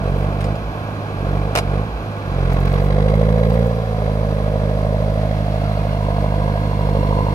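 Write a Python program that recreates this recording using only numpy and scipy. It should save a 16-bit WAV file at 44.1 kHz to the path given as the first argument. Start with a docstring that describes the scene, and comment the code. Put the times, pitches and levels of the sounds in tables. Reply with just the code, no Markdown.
"""A tracked forestry machine stands on a clear-cut, its four-cylinder diesel surging as it gets fuel.
Each firing booms and rasps in the exhaust, knocks the block and rattles the housing; a hydraulic pump
whines and the turbo whistles faintly. The crane's steel grapple clinks, then clacks shut at 1.6 s.
From 2.3 s the machine revs and drives closer over crackling twigs. After 5 s its turning tracks
scrape and squeak, and a brief squeal comes at the end."""
import sys
import numpy as np
from scipy import signal
from scipy.fft import rfft, irfft, next_fast_len
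from scipy.io import wavfile
from scipy.ndimage import map_coordinates

SR = 44100
rng = np.random.default_rng(int(sys.argv[2]) if len(sys.argv) > 2 else 0)


def to_wav(sig):
    """Store sig (one row per channel, or 1-D mono) as 16-bit WAV at the path in sys.argv[1].

    Samples outside -1..1 are clipped; the rate is SR.
    """
    pcm = np.clip(np.atleast_2d(sig), -1, 1) * 32767
    pcm = np.round(pcm).astype(np.int16)
    wavfile.write(sys.argv[1], SR, pcm.T)  # frames by channels


N = 323694

# How strongly each of the four cylinders fires: level_db
CYLINDERS_DB = [-2.5, 0.5, -2, -5]
DRIVE_OFF_S, RISE_S = 2.316, 0.19  # when the tracks start; how long a pull takes to build up


def amp(db):
    """Turn decibels into a gain."""
    return 10 ** (np.asarray(db) / 20)


def unit(x):
    """Scale a signal to an average (rms) level of 1."""
    return x / np.sqrt(np.mean(x ** 2) + 1e-20)


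def along(points, hz):
    """Read a (pitch_hz, value) table at hz, on a log frequency scale."""
    pitches, values = np.transpose(points)
    return np.interp(np.log(hz + 1), np.log(pitches + 1), values)


def curves(rows):
    """Turn each column after the time into one value per sample."""
    times, *columns = np.transpose(rows)
    return [np.interp(np.arange(N) / SR, times, column) for column in columns]


def wobble(rate):
    """A smooth random curve through `rate` points a second."""
    return map_coordinates(rng.standard_normal(int(N * rate / SR) + 4), [np.arange(N) * rate / SR])


def ramp(start_s, length_s):
    """A smooth step from 0 to 1."""
    return np.sin(np.pi / 2 * np.clip((np.arange(N) / SR - start_s) / length_s, 0, 1)) ** 2


def swell(centre_s, half_width_s):
    """A smooth bump of height 1."""
    return np.exp(-((np.arange(N) / SR - centre_s) / half_width_s) ** 2)


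def wavering(hz, flutter_hz, rate):
    """The phase of a tone whose pitch wanders around hz."""
    return 2 * np.pi * np.cumsum(hz + flutter_hz * wobble(rate)) / SR


def filtered(x, response):
    """Filter x; response(hz) gives the gain and phase at each frequency."""
    size = next_fast_len(N + SR // 2)
    return irfft(rfft(x, size) * response(np.fft.rfftfreq(size, 1 / SR)), size)[..., :N]


def coloured(x, spectrum, ripple_db=0):
    """Shape x with a (pitch_hz, level_db) table, plus narrow random peaks and dips."""
    grid = np.arange(0, SR / 2, 110)
    ripple = rng.uniform(-1, 1, len(grid))
    peaks_db = lambda hz: ripple_db * np.interp(hz, grid, ripple) * hz / (hz + 1000)
    return filtered(x, lambda hz: amp(along(spectrum, hz) + peaks_db(hz)))


def resonate(x, centre_hz, width_hz):
    """Ring x through a steep resonance whose pitch moves."""
    carrier = np.exp(2j * np.pi * np.cumsum(centre_hz) / SR)
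    shifted = x / carrier
    for width in (width_hz, 2 * width_hz):
        shifted = signal.lfilter([1], [1, -np.exp(-np.pi * width / SR)], shifted)
    return unit((shifted * carrier).real)


def spread(pair):
    """Mix two unrelated signals to left and right: alike in the bass, scattered in the treble."""
    # How alike the two sides are: pitch_hz, likeness
    likeness = [(200, 1), (600, .98), (1100, .86), (1700, .6), (2400, .45), (4400, .45), (9000, .3)]
    turn = lambda hz: np.arccos(np.clip(along(likeness, hz), -1, 1)) / 2
    mid, side = filtered(pair, lambda hz: np.array([np.cos(turn(hz)), np.sin(turn(hz))]))
    return np.array([mid + side, mid - side])


def bursts(firings, repeat, early, decay, between, scatter_db, uneven=1):
    """One noise burst per firing over steady noise (`between`); early and decay count in firings."""
    turns = firings + early + 1
    index, age = turns.astype(int), turns % 1
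    cycle = rng.standard_normal((2, 3400))  # this noise repeats every four firings
    same = cycle[:, (turns / 4 % 1 * cycle.shape[1]).astype(int)]
    noise = np.sqrt(repeat) * same + np.sqrt(1 - repeat) * rng.standard_normal((2, N))
    cylinder_db = uneven * np.take(CYLINDERS_DB, index, mode="wrap")
    size = amp(cylinder_db + scatter_db * rng.standard_normal(SR)[index])
    return noise * (between + size * (1 - np.exp(-age / 0.11)) * np.exp(-age / decay))


def over_ground(x):
    """Sound bouncing off the ground cancels one band, which rises as the machine comes closer."""
    # The cancelled band: time_s, pitch_hz, depth_db, half_width_hz
    ground_dip = [(0, 241, -1.5, 30), (2.6, 254, 2.5, 43.4), (3.5, 322, 12, 64.6), (4.1, 354, 9, 35.2),
                  (6.2, 362, 10, 31.8), (7.34, 365, 5, 28)]
    hz, frame_s, spectra = signal.stft(x, SR, nperseg=4096)
    times, *columns = np.transpose(ground_dip)
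    dip_hz, depth_db, half_width_hz = [np.interp(frame_s, times, column) for column in columns]
    gain = amp(-depth_db * np.exp(-((hz[:, None] - dip_hz) / half_width_hz) ** 2))
    return signal.istft(spectra * gain, SR, nperseg=4096)[1][:, :N]


def turbo():
    """A breathy whistle that swoops as the turbo spins up after each surge of fuel."""
    # The main whistle: time_s, pitch_hz
    glide = [(0, 10650), (.13, 10800), (.28, 12100), (.5, 12650), (.72, 11750), (1.1, 11250), (1.3, 11650),
             (1.45, 12650), (1.62, 12700), (1.82, 13700), (2.0, 12600), (2.15, 12000), (2.32, 11850),
             (2.7, 15000), (3.15, 17600), (3.65, 20200), (3.9, 18400), (4.3, 17200), (4.7, 16200),
             (7.34, 15200)]
    # Its tones: pitch_multiple, level_db, flutter_hz
    whistles = [(1, -67, 210), (.6, -68, 260)]
    # What escapes the air intake: pitch_hz, level_db
    intake = [(8400, -16), (9100, -5), (9800, -3), (10600, 0), (12600, 0), (13400, -5), (15000, -4)]
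    pitch_hz, = curves(glide)
    tones = sum(amp(db) * np.sin(wavering(multiple * pitch_hz, flutter_hz, rate=900))
                for multiple, db, flutter_hz in whistles)
    return coloured(amp(2.5 * wobble(60) + wobble(6)) * tones, intake)


def twigs():
    """Crushed brushwood gives tiny snaps, in flurries and steadily under the moving tracks."""
    # Flurries of snaps: time_s, half_width_s, level_db
    flurries = [(.15, 0.1, -53), (1.35, .05, -58), (2.525, .012, -46), (2.63, 0.08, -49.5),
                (2.83, 0.067, -53), (3.14, .015, -48), (3.55, .15, -56)]
    snaps_per_s, fade_s = 190, 0.0028
    level = amp(-65) * ramp(DRIVE_OFF_S, RISE_S)
    level += sum(amp(db) * swell(s, width) for s, width, db in flurries)
    snaps = (rng.random(N) < snaps_per_s / SR) * amp(rng.uniform(-15, 8.9, N))
    grains = signal.lfilter([1], [1, -np.exp(-1 / (fade_s * SR))], snaps) * rng.standard_normal((2, N))
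    return level * spread(unit(coloured(grains, [(800, -10), (2200, 6), (6000, 1), (15000, 3)])))


def track_scrape():
    """The turning steel tracks scrape a rough, wandering note, with short squeaks above it."""
    # The scraping note: time_s, pitch_hz, level_db
    scrape = [(5.3, 1190, -75), (5.53, 1238, -50), (5.66, 1385, -36), (5.79, 1230, -43), (6.0, 1578, -49),
              (6.6, 1623, -38), (6.9, 1610, -75)]
    # The squeaks: time_s, pitch_hz, level_db
    squeaks = [(5.665, 4750, -49), (5.72, 4060, -43), (5.77, 4600, -48), (5.80, 2470, -44),
               (5.88, 2570, -50), (5.935, 2920, -44)]
    pitch_hz, level_db = curves(scrape)
    angle = wavering(pitch_hz, flutter_hz=70, rate=400)
    note = np.sin(angle) + .25 * np.sin(2 * angle) + 0.1 * np.sin(3 * angle)
    out = amp(level_db + 2 * wobble(80)) * note
    for s, hz, db in squeaks:
        out += amp(db) * swell(s, half_width_s=.022) * np.sin(wavering(hz, flutter_hz=28, rate=300))
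    return out


def squeal():
    """One brief, slightly shaky high note."""
    # The note: time_s, pitch_hz, level_db
    note = [(6.8, 1010, -70), (7.05, 1000, -38), (7.15, 1008, -28), (7.22, 1021, -26), (7.34, 997, -55)]
    pitch_hz, level_db = curves(note)
    return amp(level_db + 2.03 * wobble(30)) * np.sin(wavering(pitch_hz, flutter_hz=10, rate=60))


def pump(firings):
    """The hydraulic pump is geared to the crank, so its whine throbs with the uneven turning."""
    # How loud it whines: time_s, level_db
    levels = [(0, -36), (2.4, -58), (3.55, -43), (3.92, -32.5), (4.2, -46), (5.3, -37), (6.2, -31.5),
              (7.34, -35)]
    level_db, = curves(levels)
    strokes = 2 * np.pi * 13.5 * firings + .45 * wobble(25)
    throb = 1 + .4 * np.cos(np.pi * firings)
    return amp(level_db + 2.5 * wobble(25)) * throb * np.sin(strokes)


def grapple():
    """Steel jaws meet and bounce: each contact is a hard tick, a gritty rattle and a ring."""
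    # Contacts (a fade is a 60 dB drop): start_s, grit_db, fade_s, ring_db, brightness_db_per_octave
    contacts = [(.407, -31, .11, -45, 1), (.442, -32, .11, -42, 5), (.555, -42, .06, -49, 5.5),
                (1.5525, -12.5, .05, -25, 0), (1.559, -17, .05, -18.5, -1),
                (1.5735, -16, 0.055, -19.5, -1.5), (1.578, -23, 0.082, -28, 1.5),
                (1.587, -24, 0.035, -32, 5.5), (1.5935, -29, .05, -17.5, -7)]
    # The notes the jaws ring with: pitch_hz, level_db, fade_s
    jaw_notes = [(525, -6, .07), (638, 0, .07), (673, -1, .11), (830, -3, .05), (1057, -2, .08),
                 (1475, -6, .07), (1930, -7, .045), (2056, -10, .06), (2406, -12, .055), (3000, -15, .07),
                 (3989, -11, .05), (4940, -11.5, .055), (7047, -21, .05)]
    # The colour of the grit: pitch_hz, level_db
    grit_colour = [(250, -41), (500, 9), (900, -2.5), (2200, -2), (3500, -8.5), (6000, -16.5), (9500, -19),
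                   (15000, -31)]
    tick_db, tick_fade_s = -6, 0.0096  # the tick's level is relative to the grit
    t = np.arange(SR // 4) / SR
    grit, rings = np.zeros(N), np.zeros(N)
    for start_s, grit_db, fade_s, ring_db, brightness in contacts:
        start = round(start_s * SR)
        span = slice(start, start + len(t))
        grit[span] += amp(grit_db - 60 * t / fade_s) + amp(grit_db + tick_db - 60 * t / tick_fade_s)
        for hz, db, ring_s in jaw_notes:
            note_db = ring_db + db + brightness * np.log2(hz / jaw_notes[0][0]) + rng.normal(0, 1)
            rings[span] += amp(note_db - 60 * t / ring_s) * np.sin(2 * np.pi * hz * t)
    rings = filtered(rings, lambda hz: hz ** 4 / (hz ** 4 + 430 ** 4))  # narrow jaws give little bass
    grain = rng.standard_normal((2, N)) * amp(2.5 * wobble(900))
    return spread(grit * unit(coloured(grain, grit_colour, ripple_db=4))) + rings


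def governor():
    """The engine's fuel supply, as a share of full load: idle, travel, surges and brief cuts."""
    # More fuel when crane or tracks pull: start_s, length_s, extra_share
    surges = [(-.08, 0.31, 0.51), (0.243, 0.24, 0.41), (1.075, 0.63, 0.22), (1.161, 0.23, 0.29),
              (1.602, 0.18, 0.41), (2.187, 1.4, 0.4), (2.847, 0.43, 0.11), (3.9, 1.27, 0.073),
              (5.996, 0.42, 0.092), (6.734, 0.37, 0.14)]
    # Less fuel after the engine runs too fast: time_s, share_cut
    cuts = [(.66, 0.9), (1.945, 0.99), (3.85, 0.19)]
    idle, travel, fall_s = 0.26, 0.34, 0.16
    fuel = idle + travel * ramp(DRIVE_OFF_S, RISE_S)
    for start_s, length_s, extra in surges:
        fuel += extra * ramp(start_s, RISE_S) * (1 - ramp(start_s + length_s, fall_s))
    for s, share in cuts:
        fuel *= 1 - share * swell(s, half_width_s=0.066)
    return fuel


def block_knock(firings, load_db):
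    """A short, hard burst at each firing rings the engine block, much louder under load."""
    # The block's resonances: pitch_hz, width_hz, level_db
    notes = [(830, 76, 2), (1650, 170, 0), (2000, 150, 5), (2200, 110, -1), (2820, 70, -8),
             (3300, 100, -4.5), (3900, 160, -6.5), (4930, 140, -16.5)]
    def block(hz):
        return sum((-1) ** k * amp(db) * 1j * hz * width / (centre ** 2 - hz ** 2 + 1j * hz * width)
                   for k, (centre, width, db) in enumerate(notes))
    blows = bursts(firings, repeat=0.41, early=-.04, decay=0.08, between=0.08, scatter_db=5)
    return spread(amp(-41.5 + 1.9 * load_db) * unit(filtered(blows, block)))


def housing(firings, load_db):
    """The firings rattle the panels, hardest under load, over the rush of cooling air."""
    # The rattle's colour from three sides of the machine: pitch_hz, level_db
    standing = [(110, 18), (260, 14.5), (400, 16.5), (600, 14), (820, 16), (930, 12), (1080, 15.5),
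                (1250, 8.5), (1510, 8), (1640, 9.5), (1810, 1.5), (1920, 2), (2020, 1), (2170, -2),
                (2280, 2.5), (2670, 1), (2910, -5), (3230, 0), (3380, -5.5), (4110, -4.5), (4350, -8),
                (4930, -11.5), (5080, -11), (5230, -12), (5530, -14.5), (6890, -18), (7400, -45)]
    driving = [(250, -13), (350, 8), (820, 8), (1050, 9), (1250, 5), (1400, 3.5), (1530, 2), (1640, 8.5),
               (1770, 4.5), (2300, -3.5), (2650, -6.5), (2840, -8), (3170, -5), (3380, -2.5), (3640, -10),
               (4050, -3), (4390, -15.5), (4650, -5.5), (4930, -14.5), (5100, -12), (6270, -17.5),
               (6610, -23), (6890, -17.5), (7400, -32)]
    nearing = [(230, 9.5), (300, 15.5), (355, 0), (820, 2), (1150, 7.5), (1330, -3), (1640, 7),
               (1830, -1.5), (2000, 4.5), (2220, 3.5), (2440, -8.5), (2830, 2), (3060, -9), (3420, -1.5),
               (3770, -8.5), (4330, -2.5), (4870, -11), (5790, -13.5), (6140, -19), (6890, -17.5),
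               (7400, -25.5)]
    # Which side is heard as it turns: time_s, standing_share, driving_share, nearing_share
    facing = [(2.2, 0.57, 0.011, 0), (3.0, 0.05, 0.44, 0), (5.1, 0.0042, 0.49, 0.016),
              (5.9, 0.022, 0.067, 0.23), (6.55, 0.026, 0.025, 0.23), (7.0, 0, 0.012, 0.6)]
    # The colour of the rushing air: pitch_hz, level_db
    hiss = [(4000, -24), (6000, -14), (7300, 2), (9000, 7), (11000, 2), (13000, -9), (15500, -21)]
    hardness = np.clip(amp(1.7 * (load_db - 1)), 0, 1)
    steady = bursts(firings, repeat=.35, early=0, decay=.25, between=4, scatter_db=2)
    pulse_db = 3.5 * np.cos(2 * np.pi * (firings - .19)) + 1.8 * wobble(70)
    pulse = amp(hardness * pulse_db)
    rattle = unit(steady * pulse)
    clatter = sum(np.sqrt(np.abs(share)) * coloured(rattle, side, ripple_db=4.5)
                  for share, side in zip(curves(facing), (standing, driving, nearing)))
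    air = unit(coloured(rng.standard_normal((2, N)) * pulse, hiss, ripple_db=2))
    return spread(amp(-30 + 0.045 * load_db) * clatter + amp(-59.5 + 0.33 * load_db) * air)


def valve_kicks(firings, early, jitter, uneven):
    """One slightly unsteady click as each exhaust valve opens."""
    index = np.floor(firings + early + jitter * wobble(50)).astype(int)
    strength = amp(uneven * np.take(CYLINDERS_DB, index, mode="wrap"))
    return unit(np.diff(index, prepend=index[0]) * strength)


def exhaust_rasp(firings, load_db):
    """Each valve's kick and gas burst ring the silencer; with little load the flow is more even."""
    # The silencer's low, middle and high resonance: width_hz, db_per_load_db, cylinder_unevenness
    silencer = [(128, 0.68, 1.04), (124, 0.36, 1.4), (131, 0.47, 2.8)]
    # How they drift: time_s, low_hz, middle_hz, high_hz
    pitches = [(2.7, 470, 679, 1085), (3.1, 508, 682, 1035), (3.6, 499, 580, 1014), (4.3, 506, 595, 1010),
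               (5.2, 523, 632, 1004), (6.0, 505, 651, 988), (7.34, 490, 640, 957)]
    # Their levels as the machine turns: time_s, low_db, middle_db, high_db
    levels = [(0, -29.5, -32, -46), (2.7, -30, -34, -39.5), (3.0, -26, -30, -39), (3.5, -22, -42, -40),
              (4.0, -24, -31, -38.5), (5.1, -26.5, -26.5, -39.5), (5.4, -32.5, -28, -47),
              (5.7, -29.5, -30.5, -38.5), (6.1, -29.5, -31, -33), (6.7, -27.5, -32.5, -32.5),
              (7.15, -26, -36, -29)]
    load = np.clip(amp(0.33 * (load_db + 3.5)), 0, 1)
    out = 0
    for (width, follows, uneven), centre, level_db in zip(silencer, curves(pitches), curves(levels)):
        kick = .8 * load * valve_kicks(firings, early=.19, jitter=.008, uneven=uneven)
        gas = bursts(firings, repeat=.6, early=.28, decay=.18, between=.11, scatter_db=.8, uneven=uneven)
        flow = load * unit(gas) + np.sqrt(1 - load ** 2) * rng.standard_normal((2, N))
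        flow[0] += kick  # spread() puts this row in the middle
        out = out + amp(level_db + follows * load_db) * resonate(flow, centre, width)
    low_cut = signal.butter(4, 340, "high", fs=SR, output="sos")
    return spread(signal.sosfilt(low_cut, out))


def exhaust_boom(firings, firing_hz, fuel, load_db):
    """Pressure pulses leave the pipe as a deep note, fuller under load, with puffs and rumble."""
    # The upper harmonics: firing_rate_multiple, level_db
    overtones = [(3, 1), (4, -5), (5, -15), (6, -20)]
    # The colour of the puffs: pitch_hz, level_db
    chuff = [(60, -24), (130, 4), (240, -12), (300, 2.5), (360, -4), (500, -43), (900, -54)]
    angle = 2 * np.pi * (firings + .005 * wobble(45))
    # Harmonic round(k); the open pipe shifts the lowest ones earliest.
    harmonic = lambda k: -np.sqrt(2) * np.cos(round(k) * angle + np.pi / 2 / k)
    rev_hz = firing_hz - 54.3  # distance from a fast-revving rate; higher revs thin the deepest boom
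    cylinder_db = 0.21 * np.interp(firings, np.arange(4), CYLINDERS_DB - np.mean(CYLINDERS_DB), period=4)
    # At the balance, burning fuel just cancels the pistons' suction; below it the push flips over.
    height, balance = np.abs(fuel) ** 0.67, 0.27 ** 0.67
    push = (height + 0.0058 * wobble(17) - balance) / (1 - balance)
    pumping = amp(-39.5 + 1.5 * wobble(22)) * np.sqrt(2) * np.sin(angle + 1.3)  # pistons moving air
    first = amp(-19.5 - 0.14 * rev_hz) * push * harmonic(1) + pumping
    second = amp(-21 + 0.24 * rev_hz + cylinder_db / 2 + 0.21 * wobble(25)) * height * harmonic(2.4)
    upper_db = -22.5 + 0.03 * rev_hz + load_db + cylinder_db + 0.21 * wobble(40)
    upper = sum(amp(upper_db + db) * harmonic(k) for k, db in overtones)
    puffs = bursts(firings, repeat=0.52, early=0.13, decay=0.22, between=1.0, scatter_db=-4)
    rumble_colour = [(32, -40), (58, 1), (85, -3.0), (180, -2.0), (300, -4), (600, -43)]
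    rumble = unit(coloured(rng.standard_normal((2, N)), rumble_colour))
    strength = amp(.5 * wobble(50))  # no two firings are equally strong
    breath = amp(load_db - 32.5) * unit(coloured(puffs, chuff)) + amp(-35.5) * rumble
    return first + strength * (second + upper) + spread(breath)


def scene():
    """Speed and fuel drive the engine; the left side runs ahead of the right by an amount that changes with
    pitch."""
    # Engine speed: time_s, firings_per_s
    speed = [(0.0, 49.31), (0.12, 46.3), (0.25, 49.5), (0.4, 49.61), (0.55, 52.55), (1.05, 51.07),
             (1.28, 47.24), (1.52, 51.7), (1.68, 47.03), (1.85, 53.65), (2.15, 51.55), (2.43, 43.91),
             (2.85, 48.49), (3.17, 53.4), (3.65, 57.71), (4.05, 52.79), (4.6, 51.35), (5.25, 52.37),
             (6.15, 50.71), (6.6, 51.34), (7.0, 50.16), (7.34, 51.28)]
    # How far the left side is ahead of the right: pitch_hz, lead_radians
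    left_lead = [(20, 0), (120, .15), (300, .45), (700, .65), (1000, 1.6), (1300, 1.7), (1900, 3.2),
                 (2200, 5.1), (2500, 7.6), (2850, 7.7), (3200, 9.8), (4300, 10.5), (6000, 12.3),
                 (15000, 22)]
    firing_hz, = curves(speed)
    firings = 1 / 4 + np.cumsum(firing_hz) / SR  # a running count
    firings += .006 * (np.cos(np.pi * firings) + np.sin(np.pi / 2 * firings) / 2)  # uneven crank
    fuel = governor()
    load_db = 29 * np.log10(np.hypot(fuel, 0.21))  # even without fuel the pistons pump air
    approach_db_per_s = 0.37
    nearer = amp(approach_db_per_s * np.maximum(np.arange(N) / SR - DRIVE_OFF_S, 0))
    exhaust = exhaust_boom(firings, firing_hz, fuel, load_db) + exhaust_rasp(firings, load_db)
    engine = exhaust + housing(firings, load_db) + block_knock(firings, load_db) + turbo()
    mix = nearer * over_ground(engine) + pump(firings) + squeal() + track_scrape() + grapple() + twigs()
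    sides = np.array([[1], [-1]])
    return filtered(mix, lambda hz: np.exp(sides * .5j * along(left_lead, hz)))


def record(dry):
    """Left and right each get their own colour; the deepest bass and highest treble are cut."""
    # How much louder the left is than the right: pitch_hz, level_db
    lean = [(60, -2), (110, -2.5), (200, -5), (380, -1), (1290, -3), (2380, -3), (4400, 1.5), (6200, 6.5),
            (8000, 20), (9500, 20), (11000, 8), (15000, 7)]
    low_cut_hz, top_hz = 33, 15800
    def response(hz):
        gains = amp(np.array([[.5], [-.5]]) * along(lean, hz))
        band = (1 - 1 / (1 + (hz / low_cut_hz) ** 10)) * (hz < top_hz)
        return band * gains / np.sqrt(np.mean(gains ** 2, axis=0))
    return filtered(dry, response)


dry = scene()
out = record(dry)
to_wav(out)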